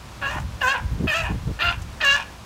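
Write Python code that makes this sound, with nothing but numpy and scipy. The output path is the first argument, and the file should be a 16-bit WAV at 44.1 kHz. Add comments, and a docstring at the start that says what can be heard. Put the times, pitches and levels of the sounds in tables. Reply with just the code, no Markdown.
"""Sea lion in a wooden pen

A sea lion barks five times outdoors, a few metres away, and the pen throws back short echoes.
Vocal pulses and puffs of air pass through its throat: each bark starts as a rasp, locks into
a high nasal tone and breaks up into a growl. Wind rumbles and buffets on the microphone
over a faint outdoor wash, with two small ticks."""
import sys
import numpy as np
from scipy import signal
from scipy.fft import rfft, irfft, next_fast_len
from scipy.io import wavfile
from scipy.ndimage import uniform_filter1d

SR = 44100
rng = np.random.default_rng(int(sys.argv[2]) if len(sys.argv) > 2 else 0)


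def put_to_file(sound):
    """Save the sound as 16-bit audio at rate SR, in the file named by the first command-line argument."""
    columns = np.atleast_2d(sound).T  # one column per channel
    safe = np.clip(columns, -1, 1)
    whole_steps = np.round(safe * 32767)
    wavfile.write(sys.argv[1], SR, whole_steps.astype(np.int16))


N = 108045


def amp(db):
    """Decibels to gain."""
    return 10 ** (np.asarray(db) / 20)


def unit(x):
    """Scales to rms 1."""
    return x / np.sqrt(np.mean(x ** 2) + 1e-20)


def steady(x, size):
    """Holds the level near rms 1 over stretches of size samples."""
    return x / np.sqrt(abs(uniform_filter1d(x ** 2, size)) + 1e-12)


def read(points, hz):
    """Reads a curve on a log-frequency axis."""
    f, value = np.transpose(points)
    return np.interp(np.log(hz + 1), np.log(f), value)


def add(mix, s, sound):
    """Mixes a sound in at s seconds."""
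    part = mix[max(round(s * SR), 0):][:len(sound)]
    part += sound[:len(part)]


def colour(x, spectrum, lo=0, hi=SR):
    """Filters x by a spectrum, kept between lo and hi Hz, at rms 1."""
    hz = np.fft.rfftfreq(len(x), 1 / SR)
    return unit(irfft(rfft(x) * amp(read(spectrum, hz)) * (hz >= lo) * (hz < hi), len(x)))


def noise(spectrum):
    """Coloured noise as long as the scene."""
    return colour(rng.standard_normal(N), spectrum)


def wander(rate_hz):
    """Smooth random motion of rms 1, rolling off around rate_hz."""
    size = next_fast_len(N, real=True)
    hz = np.fft.rfftfreq(size, 1 / SR)
    return unit(irfft(rfft(rng.standard_normal(size)) * np.exp(-(hz / rate_hz) ** 2), size)[:N])


def strands(rate_hz, count):
    """Several half seconds of smooth random motion, one to a row."""
    motion = wander(rate_hz)
    return np.array([motion[at:at + SR // 2] for at in rng.integers(0, N - SR // 2, count)])


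def gate(t, rise_s, fall_s):
    """Attack, hold, release."""
    return np.clip(t / rise_s, 0, 1) * np.clip((t[-1] - t) / fall_s, 0, 1)


def wind_rumble():
    """Wind on the microphone: a deep rumble that swells and sinks with the breeze."""
    # The rumble's colour. Each row: frequency in Hz, relative level in dB.
    spectrum = [(12, -50), (24, -30), (32, 6), (42, -8.5), (60, 4.5), (100, -2), (150, -6.5), (220, -19.5),
                (400, -39.5), (900, -58)]
    # The breeze. Each row: time in seconds, level in dB.
    breeze = [(0.01, -40), (0.04, -41.5), (0.16, -41.5), (0.26, -36), (0.28, -37), (0.45, -26.5),
              (0.52, -36.5), (0.55, -29), (0.58, -43), (0.65, -34), (0.73, -49.5), (0.86, -21), (0.88, -34),
              (0.93, -19.5), (1.0, -42), (1.05, -23), (1.13, -46), (1.25, -25), (1.27, -30.5),
              (1.32, -23.5), (1.42, -33), (1.48, -24.5), (1.62, -44.5), (1.67, -24.5), (1.73, -36.5),
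              (1.78, -29), (2.07, -44.5), (2.15, -35), (2.17, -44.5), (2.44, -43)]
    level_db = np.interp(np.arange(N) / SR, *np.transpose(breeze))
    return steady(noise(spectrum), size=1600) * amp(level_db)


def outdoor_wash():
    """A faint, broad bed of noise that wavers slightly."""
    # The bed's colour. Each row: frequency in Hz, relative level in dB.
    spectrum = [(110, -48), (180, 0.5), (243, -1.5), (276, -5.5), (346, -5), (372, -9), (432, -9.5),
                (521, -6.5), (639, -9), (982, -6), (1430, -10), (1990, -13), (2450, -13.5), (6100, -19.5),
                (15500, -34)]
    level_db = -43.5 + 0.5 * wander(rate_hz=16)
    return amp(level_db) * noise(spectrum)


def bark(contour, voicing, tint):
    """Jittery vocal pulses and puffs of air pass the throat: rasp, then tone, then growl."""
    # The throat, mouth open for the tone. Each row: frequency in Hz, relative gain in dB.
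    open_throat = [(250, -16), (520, -12), (670, -10), (850, -2), (1020, -5), (1200, -9), (1400, -0.5),
                   (1520, 1.5), (1670, 5), (1850, -1), (2130, -20), (2450, -5.5), (2750, -1), (3150, -13.5),
                   (3900, -17.5), (4500, -19.5), (5300, -23), (6300, -18.5), (7500, -24.5), (9000, -34),
                   (10300, -43.5), (11800, -36), (15500, -47)]
    # The throat, mouth closing for the last rasp. Each row: frequency in Hz, relative gain in dB.
    closing_throat = [(200, -42), (450, -52.5), (600, -16.5), (740, -7), (930, 8.5), (1100, -2.5),
                      (1260, -19), (1420, -0.5), (1730, -8.5), (2100, -14.5), (2450, -2.5), (2780, -3),
                      (3200, -11.5), (4200, -24), (6500, -30), (9000, -37), (15500, -46)]
    # A thin flare of air as the tone locks. Each row: frequency in Hz, relative level in dB.
    flare_spectrum = [(8000, -31), (10300, -12), (11600, -4), (13000, -4), (15800, -12)]
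    attack_s, release_s, break_s, close_s = 0.002, 0.004, 0.05, 0.035
    subharmonic_db, shimmer_db, growl_db, spit_db = -19, 1.5, 2.6, 3.0
    flare_db, flare_delay_s, flare_width_s = -17.5, 0.011, 0.038

    times, *columns = np.transpose(contour)
    locks, breaks, core_rasp = voicing
    t = np.arange(0, times[-1] - times[0] + release_s, 1 / SR)
    n, now = len(t), t + times[0]
    pitch, low_db, high_db, hiss_db = (np.interp(now, times, column) for column in columns)
    rasp = np.interp(now, [times[0], locks, breaks, breaks + break_s], [.55, core_rasp, core_rasp, .76])
    closed = np.clip((now - breaks) / close_s, 0, 1)

    # Four bell curves tint the throat. Each: gain in dB, centre in Hz, width in Hz.
    chest_db, nasal_db, bite_db, air_db = tint
    bells = [(chest_db, 694, 200), (nasal_db, 1720, 137), (bite_db, 4270, 2000), (air_db, 11100, 1000)]
    f = np.geomspace(100, SR / 2, 400)
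    tint_db = sum(db * np.exp(-((f - centre) / width) ** 2) for db, centre, width in bells)
    opened, closing = (np.c_[f, read(throat, f) + tint_db] for throat in (open_throat, closing_throat))

    # Strong and weak pulses alternate, which puts partials halfway between the harmonics.
    jitter = (.005 + .055 * rasp) * wander(rate_hz=300)[:n]
    cycles = np.cumsum(pitch * (1 + jitter)) / SR
    k = np.arange(2, 41)[:, None] / 2
    heights = amp(read(opened, k * pitch) + subharmonic_db * (k % 1 > 0))
    heights *= amp(shimmer_db * strands(rate_hz=70, count=len(k))[:, :n])
    # Above about the 11th harmonic the phases scatter and blur into rasp.
    blur = np.minimum((k / 11) ** 4, np.pi) * strands(rate_hz=220, count=len(k))[:, :n]
    throat_lag = 2.1 * np.log2(k) ** 2  # radians
    partials = heights * np.cos(2 * np.pi * k * cycles - throat_lag + blur)
    partial_hz = k[:, 0] * np.median(pitch)

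    puffs = np.exp(-(cycles % 1) / 0.16) * rng.standard_normal(N)[:n]  # air escapes early in each cycle
    flutter = steady(amp(growl_db * np.sqrt(rasp) * wander(rate_hz=170)[:n]), size=600)
    spit = unit(amp(spit_db * wander(rate_hz=400)[:n]))
    flare = np.exp(-((now - locks - flare_delay_s) / flare_width_s) ** 2)
    out = amp(hiss_db.max() + flare_db + air_db) * flare * colour(puffs, flare_spectrum)

    # Higher bands are breathier. Each row: lower and upper edge in Hz, gain, air's share of the power.
    bands = [(0, 2100, amp(low_db), rasp),
             (2100, 5000, amp(high_db), 1 - (1 - rasp) ** 2),
             (5000, SR, amp(hiss_db) * spit, rasp + (1 - rasp) * .93)]
    for lo, hi, gain, air_share in bands:
        inside = (partial_hz >= lo) & (partial_hz < hi)
        tone = partials[inside].sum(0) / np.sqrt((heights[inside] ** 2).sum(0) / 2)
        air = (1 - closed) * colour(puffs, opened, lo, hi) + closed * colour(puffs, closing, lo, hi)
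        out += gain * (np.sqrt(1 - air_share) * tone + np.sqrt(air_share) * steady(air, size=500))
    return out * flutter * gate(t, attack_s, release_s)


def sea_lion():
    """Five dry barks from one throat, each with its own contour, voicing and tint."""
    # One contour per bark. Each row: time in seconds, pitch in Hz, then the levels in dB
    # of the lower throat band, the upper throat band and the hiss.
    first = [(0.213, 604, -34.5, -40, -62), (0.231, 555.8, -27, -34, -65), (0.271, 551, -26.5, -33.5, -49),
             (0.291, 563, -32.5, -37, -47.5), (0.309, 613.2, -31.5, -38, -49),
             (0.331, 586.7, -33, -39.5, -47), (0.367, 611, -31.5, -43, -56), (0.385, 612, -28, -41, -50)]
    second = [(0.605, 598, -44, -39.5, -61), (0.617, 568, -24.5, -28, -47), (0.637, 508, -20.5, -39, -43),
              (0.661, 500.4, -20, -35, -43.5), (0.683, 524.8, -17.5, -25, -37),
              (0.719, 557.7, -25.5, -26, -44), (0.725, 563.7, -23.5, -42, -46),
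              (0.755, 488, -25.5, -32.5, -55), (0.777, 478, -33, -39, -55), (0.8, 486, -34, -56, -70)]
    third = [(1.068, 629, -33, -43, -67), (1.08, 646.7, -29.5, -22.5, -54),
             (1.132, 578.5, -25.5, -31.5, -39), (1.146, 653, -25.5, -24, -44),
             (1.176, 669, -27.5, -26, -41.5), (1.208, 658.2, -28, -27, -48), (1.228, 644, -33.5, -42, -50),
             (1.26, 555.7, -29, -32, -52), (1.294, 576.6, -36.5, -45, -66), (1.32, 528, -39, -48, -62)]
    fourth = [(1.588, 582.7, -34.5, -40, -65), (1.61, 609, -25, -25.5, -47.5),
              (1.624, 684, -27.5, -21.5, -56), (1.646, 695.2, -23.5, -29.5, -47.5),
              (1.692, 687.5, -26, -22, -52), (1.714, 696.3, -27.5, -46, -50), (1.724, 697, -36.5, -29, -54),
              (1.75, 647, -44, -55, -72)]
    fifth = [(2.0, 643, -37, -51, -61), (2.012, 633.7, -26.5, -22, -50), (2.028, 617.6, -26, -32, -45.5),
             (2.05, 557.3, -19.5, -24.5, -35.5), (2.086, 560.2, -18, -20, -38),
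             (2.114, 552.9, -20, -21.5, -34), (2.14, 571, -21, -28, -35), (2.18, 575.7, -32, -33.5, -46),
             (2.196, 548, -29.5, -36.5, -49), (2.23, 558, -42, -38.5, -55)]
    # Each bark's tonal core. Each row: when the tone locks and when it breaks in seconds,
    # then the rasp's share of the lower band's power in between, from 0 to 1.
    voicings = [(.235, .285, .17), (.63, .725, .025), (1.085, 1.21, .1), (1.62, 1.69, .27),
                (2.05, 2.14, .02)]
    # Each bark's tint. Each row: chest, nasal, bite and air boost or cut in dB.
    tints = [(1, -7, -1, 1.5), (3.5, -3, -2, 1), (4, 3, -10, 2), (-4.5, -3.5, 3, 7.5),
             (-1.5, -1.5, 5, -6.5)]
    out = np.zeros(N)
    for contour, voicing, tint in zip((first, second, third, fourth, fifth), voicings, tints):
        add(out, contour[0][0], bark(contour, voicing, tint))
    return out


def pen(voice):
    """Deck and walls return a few echoes, a short tail and one faint lingering note."""
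    # First reflections. Each row: delay in seconds, gain in dB.
    echoes = [(.0043, -7.5), (.0112, -41.5), (.019, -8.5)]
    # The tail's decay. Each row: frequency in Hz, seconds to fall by 60 dB.
    decay = [(300, 0.48), (1000, 0.27), (2000, 0.45), (5000, 0.11), (14000, 0.25)]
    direct_s, direct_db, tail_db, build_s = 0.0015, 0.33, -15.5, .015
    ring_hz, ring_t60_s, ring_db = 998, .7, -64.5
    hz, frame_s, bins = signal.stft(rng.standard_normal(SR), SR, nperseg=256)
    bins *= amp(-60 * frame_s / read(decay, hz)[:, None])
    tail = signal.istft(bins, SR, nperseg=256)[1]
    t = np.arange(len(tail)) / SR
    tail *= np.minimum(t / build_s, 1)
    ring = amp(ring_db - 60 * t / ring_t60_s) * np.sin(2 * np.pi * ring_hz * t)
    response = amp(tail_db) * tail / np.linalg.norm(tail) + ring
    for delay, db in [(direct_s, direct_db), *echoes]:
        add(response, delay, amp([db]))
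    return signal.fftconvolve(voice, response)[:N]


def wind_buffets():
    """Wind hits the microphone in short bursts, brighter than the rumble."""
    # The hits. Each row: start in seconds, length in seconds, level in dB.
    hits = [(.355, 0.019, -32.5), (0.832, 0.016, -37.5), (0.902, 0.11, -38.5), (0.992, 0.047, -24),
            (1.036, 0.0315, -22), (1.29, 0.04, -26.5), (1.339, 0.025, -27.5), (1.469, 0.051, -26.5)]
    # A buffet's colour. Each row: frequency in Hz, relative level in dB.
    spectrum = [(15, -45), (40, -12), (90, -3.5), (160, -5), (300, -8), (480, -19), (700, -29), (1500, -44),
                (4000, -75)]
    out = np.zeros(N)
    for start, length, db in hits:
        t = np.arange(0, length, 1 / SR)
        burst = unit(noise(spectrum)[:len(t)])
        add(out, start, amp(db) * burst * gate(t, rise_s=0.0049, fall_s=0.0049))
    return out


def ticks():
    """Two small ticks of bright, fast-dying noise."""
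    # The ticks. Each row: start in seconds, level in dB.
    hits = [(.4, -44), (1.819, -41)]
    # A tick's colour. Each row: frequency in Hz, relative level in dB.
    spectrum = [(1000, -20), (3500, 4), (6500, 13), (10000, 5), (15000, -7)]
    decay_s = 0.009
    t = np.arange(SR // 20) / SR
    out = np.zeros(N)
    for start, db in hits:
        add(out, start, amp(db) * noise(spectrum)[:len(t)] * np.exp(-t / decay_s))
    return out


def scene():
    """The barks in their pen, mixed in mono with wind, wash and ticks."""
    return (pen(sea_lion()) + wind_rumble() + wind_buffets() + outdoor_wash() + ticks())[None]


def record(dry):
    """A low cut trims the deepest rumble and a steep low-pass takes off the very top."""
    low_cut_hz, top_hz = 36, 15830
    low_cut = signal.butter(4, low_cut_hz, "highpass", fs=SR, output="sos")
    low_pass = signal.firwin(1023, top_hz, window=("kaiser", 9), fs=SR)
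    return signal.oaconvolve(signal.sosfilt(low_cut, dry), low_pass[None], "same")


dry = scene()
out = record(dry)
put_to_file(out)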